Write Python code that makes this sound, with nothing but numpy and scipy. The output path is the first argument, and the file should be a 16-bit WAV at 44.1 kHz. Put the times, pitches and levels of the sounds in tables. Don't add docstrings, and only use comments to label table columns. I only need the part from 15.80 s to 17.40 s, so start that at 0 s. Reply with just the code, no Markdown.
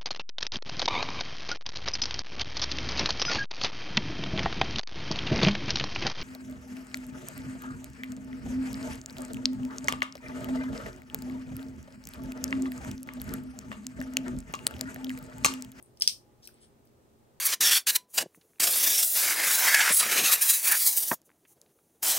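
import sys
import numpy as np
from scipy import signal
from scipy.fft import rfft, irfft
from scipy.io import wavfile
from scipy.ndimage import uniform_filter1d

SR = 44100
rng = np.random.default_rng(int(sys.argv[2]) if len(sys.argv) > 2 else 0)


def makeup_ratio(level_db):
    decades = np.asarray(level_db, float) / 20
    return 10 ** decades


def to_wav(s):
    ch = np.atleast_2d(s).T
    pcm = np.round(np.clip(ch, -1, 1) * 32767)
    wavfile.write(sys.argv[1], SR, pcm.astype(np.int16))


N = 70560

# (frequency [Hz], width [Hz], left level [dB], right level [dB])
SHELL = [(1535, 1300, -27, -25), (2500, 620, -14, -7.5), (3150, 810, -2.5, -2), (4000, 560, -8, -8),
         (5070, 640, 5.4, 2), (5590, 320, -1.5, 2.1), (6395, 270, -8.5, -13), (8220, 610, -9, -9.5),
         (9000, 600, 1, -4), (12050, 400, -11.5, -12), (13000, 1000, -10.5, -10.5), (15100, 1100, -14, -14)]


def evened(x):
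    return x / np.sqrt(np.mean(x ** 2) + 1e-20)


def read(points, hz):
    f, value = np.transpose(points)
    return np.interp(np.log(hz + 1), np.log(f + 1), value)


def noise(shape_db, same):
    frames, hz = N // 256 + 5, np.fft.rfftfreq(1024, 1 / SR)
    a, b, c, d, patches = rng.standard_normal((frames, 513, 5)).T
    patches = uniform_filter1d(uniform_filter1d(patches, 8, 0), 10, 1)
    patch_db = 0.7 * evened(patches)
    same = np.clip(same(hz), -1, 1)[:, None]
    left = a + 1j * b
    right = same * left + np.sqrt(1 - same ** 2) * (c + 1j * d)
    z = np.array([left, right]) * makeup_ratio(shape_db(hz)[:, None] + patch_db)
    return evened(signal.istft(z, nperseg=1024, noverlap=768)[1][:, :N])


def room_air():
    # (frequency [Hz], density [dB per Hz])
    air_curve = [(15, -44.5), (25, -14.5), (108, -2.5), (146, -12), (228, -8), (412, -9.5), (449, -13.5),
                 (521, -12), (4000, -39.5), (5200, -67), (8800, -120)]
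    # (frequency [Hz], left-right likeness [-1..1])
    likeness = [(60, -0.13), (130, 0.68), (290, 0.64), (640, 0.2), (1410, -0.41), (3100, 0.96),
                (6820, -0.01), (15000, 0.03)]
    return makeup_ratio(-63.5) * noise(lambda hz: read(air_curve, hz), lambda hz: read(likeness, hz))


def microphone_hiss():
    # (frequency [Hz], density [dB per Hz])
    hiss_curve = [(800, -7.5), (2000, -4), (4000, -1.5), (7000, -2), (8600, -.5), (10700, -5), (15800, -2),
                  (16100, -31)]
    return makeup_ratio(-75) * noise(lambda hz: read(hiss_curve, hz), lambda hz: 0 * hz)


def refrigerator():
    # (frequency [Hz], width [Hz], level [dB])
    drone_lines = [(59, 8, -82.5), (115.6, 8, -77.5), (123, 4.1, -75.5), (226.5, 6, -72.5),
                   (356, 10.27, -78.5), (406.5, 20, -75.5), (832, 5, -82), (1216, 4, -92.5),
                   (1233, 4, -88.5)]
    f = np.fft.rfftfreq(N, 1 / SR)
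    shape = np.zeros(len(f))
    for hz, width_hz, db in drone_lines:
        shape += makeup_ratio(db) / np.sqrt(width_hz) / (1 + (2 * (f - hz) / width_hz) ** 2)
    z = rfft(rng.standard_normal((3, N)))
    shared, apart = z[0], z[1:]
    return irfft((shared + 0.45 * apart) * shape * np.sqrt(SR / 2), N)


def knocks():
    # (time [s], frequency [Hz], strength [dB], t60 [s])
    knock_table = [(.2208, 710, -53.5, 0.055), (0.22, 1270, -56, 0.036), (0.2196, 1620, -40.5, 0.018),
                   (0.2765, 1850, -46, .012), (.2762, 2600, -22, .009), (.2763, 3280, -23.5, .011),
                   (.2222, 3290, -22.5, .012), (.1722, 2300, -56, .004), (0.2, 3700, -61.5, .004),
                   (.0262, 4600, -59, 0.0057), (0.69, 1540, -37, 0.0065), (.6750, 2560, -37, .008),
                   (0.66, 4100, -52, 0.025)]
    rise_s = 0.0021
    t, out = np.arange(2000) / SR, np.zeros(N)
    for s, hz, db, t60_s in knock_table:
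        envelope = np.minimum(t / rise_s, 1) * makeup_ratio(db - 60 * t / t60_s)
        out[round(s * SR):][:2000] += envelope * np.sin(2 * np.pi * hz * t)
    return out * makeup_ratio([[-0.6], [0.6]])


def ring(centre_hz, octaves, ripple, blur=1):
    right_lag_s, lag_from_hz = 0.0002799, 2300
    skirt, ripple_db = 1.74, 1.0
    signed_f = np.fft.fftfreq(1024, 1 / SR)
    f = np.abs(signed_f) + 1
    hz, width_hz, left_db, right_db = np.array(SHELL).T[:, :, None]
    peaks = (1 + (2 * (f - hz) / (blur * width_hz)) ** 2) ** -skirt
    peaks = peaks * makeup_ratio(ripple_db * ripple[:, None]) ** 2
    power = np.array([(peaks * makeup_ratio(db) ** 2).sum(0) for db in (left_db, right_db)])
    blow = -0.5 * (np.log2(f / centre_hz) / octaves) ** 2
    log_gain = np.maximum(0.5 * np.log(power) + blow, -np.log(10 ** 5))
    lag_s = np.array([[0], [right_lag_s]]) / (1 + (lag_from_hz / f) ** 6)
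    late = np.exp(-2j * np.pi * signed_f * lag_s)
    out = np.fft.ifft(np.exp(np.conj(signal.hilbert(log_gain))) * late).real
    return out / np.linalg.norm(out)


def snaps():
    # (time [s], strength [dB], centre [Hz], spread [octaves], left over right [dB])
    snap_table = [(0.0266, -45, 10200, 0.29, 1), (0.0604, -56.5, 9000, 0.25, 1.5),
                  (0.1732, -53, 3900, 2, -0.5), (0.1996, -46.5, 9500, 0.33, -4.5),
                  (0.209, -36, 5500, 1.46, -3), (.2098, -34, 6500, 0.86, 7.5),
                  (.2111, -36, 5370, 0.77, -2.5), (0.214, -32, 5500, 0.67, 2),
                  (0.2216, -18.5, 5900, 1.5, -1), (0.2212, -20.5, 5100, 1.34, -5.5),
                  (.2228, -25.5, 8670, 0.43, 11.5), (.2238, -31, 3500, 0.72, 2),
                  (0.2761, -12, 5500, 1.2, -2), (.2775, -16, 7445, 1.1, 6), (0.2783, -31.5, 3453, .9, -7),
                  (0.6545, -49, 13000, 0.77, -4.5), (0.6736, -41.5, 14200, 0.54, 7),
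                  (0.6762, -46.5, 4000, 1.1, 6), (.7412, -54.5, 8500, 0.1, -6),
                  (1.0543, -61.5, 14470, 0.21, 3), (1.073, -64, 7000, 0.82, 2)]
    run_s = 0.0003
    room_blur = 2.2
    out = np.zeros((3, 2, N + 1087))
    ripples = rng.standard_normal((len(snap_table), len(SHELL)))
    runs = rng.random((len(snap_table), 3))
    for k, (s, db, hz, octaves, pan_db) in enumerate(snap_table):
        blow_s = np.arange(3) * (0.3 + 0.4 * runs[k]) * run_s
        blows = np.zeros(64)
        np.add.at(blows, np.round(blow_s * SR).astype(int), [0.3, 1, 0.3])
        crack = signal.fftconvolve(ring(hz, octaves, ripples[k]), blows[None], axes=1)
        crack = crack / np.linalg.norm(crack)
        at = round((s - run_s) * SR)
        out[0, :, at:at + 1087] += makeup_ratio(db + 22.5 + pan_db * np.array([[0.5], [-0.5]])) * crack
        out[1 + k % 2, :, at:at + 1024] += makeup_ratio(db + 18) * ring(hz, octaves, ripples[k] / 2, room_blur)
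    return out[:, :, :N]


def kitchen(x):
    # (delay [s], left level [dB], right level [dB])
    wall_table = [(.0064, -17, -16), (.0080, -17, -17), (.0118, -20, -22), (.0145, -22, -22),
                  (.0205, -20, -24)]
    # (frequency [Hz], t60 [s])
    decay_curve = [(1200, 0.16), (2000, 0.12), (3000, 0.17), (5000, 0.19), (9000, .2), (15000, 0.23)]
    tail_db, start_s, rise_s = -4, 0.003, 0.0037
    size = SR // 2
    taps = np.zeros((2, size))
    slots = np.arange(0, size - 12, 12)
    at = slots + rng.integers(0, 12, (2, len(slots)))
    np.put_along_axis(taps, at, rng.choice([-1., 1.], at.shape), 1)
    hz, t, z = signal.stft(taps, SR, nperseg=128)
    decay = makeup_ratio(-60 * t / read(decay_curve, hz)[:, None])
    tail = signal.istft(z * decay, SR, nperseg=128)[1][:, :size]
    tail = tail * np.clip((np.arange(size) / SR - start_s) / rise_s, 0, 1)
    tail = makeup_ratio(tail_db) * tail / np.linalg.norm(tail[0])
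    for delay_s, left_db, right_db in wall_table:
        tail[:, round(delay_s * SR)] += makeup_ratio([left_db, right_db])
    return signal.fftconvolve(x, tail, axes=1)[:, :N]


def drags():
    # (start [s], length [s], level [dB], centre [Hz], spread [octaves])
    drag_table = [
        (.624, 0.045, -55, 7600, 1.35),
        (0.806, 0.048, -60, 8600, .22),
        (.813, 0.044, -66, 2370, 1),
        (.68, .2, -74, 1500, 1.1),
        (.648, 0.028, -77, 27000, 0.38),
        (1.03, 0.05, -80, 8500, .3),
        (1.21, .04, -80.5, 7800, 0.33),
        (1.317, .14, -85.5, 9000, 0.28),
    ]
    grit_per_s, grit_db, blur = 12000, 1.2, 2.7
    size = SR // 4
    out = np.zeros((2, N))
    for start_s, length_s, db, hz, octaves in drag_table:
        t = np.arange(0, length_s, 1 / SR)
        grit = rng.standard_normal(size) * makeup_ratio(grit_db * rng.exponential(1, size))
        grit = grit * (rng.random(size) < grit_per_s / SR)
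        shell = ring(hz, octaves, np.zeros(len(SHELL)), blur)
        rub = signal.fftconvolve(grit[None], shell, axes=1)[:, 1024:1024 + len(t)]
        stroke = np.interp(t / length_s, [0, 0.44, 0.83, 1], [0.32, 0.95, 0.79, 0])
        at = round(start_s * SR)
        out[:, at:at + len(t)] += makeup_ratio(db) * stroke * evened(rub)
    return out


def scene():
    near, odd, even = snaps()
    spatula = knocks() + drags()
    background = room_air() + microphone_hiss()
    echoes = kitchen(odd + spatula) + kitchen(even)
    return near + spatula + echoes + background + refrigerator()


def roll_off(x):
    return signal.sosfilt(signal.butter(12, 16990, fs=SR, output="sos"), x)


def record(dry):
    # (frequency [Hz], gain [dB])
    band_limit = [(0, 0), (15700, 0), (15900, -8), (16450, -11), (16750, -50), (SR / 2, -90)]
    hz, db = np.transpose(band_limit)
    mix = signal.oaconvolve(dry, signal.firwin2(511, hz, makeup_ratio(db), fs=SR)[None], "same")
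    return roll_off(mix)


dry = scene()
out = record(dry)
to_wav(out)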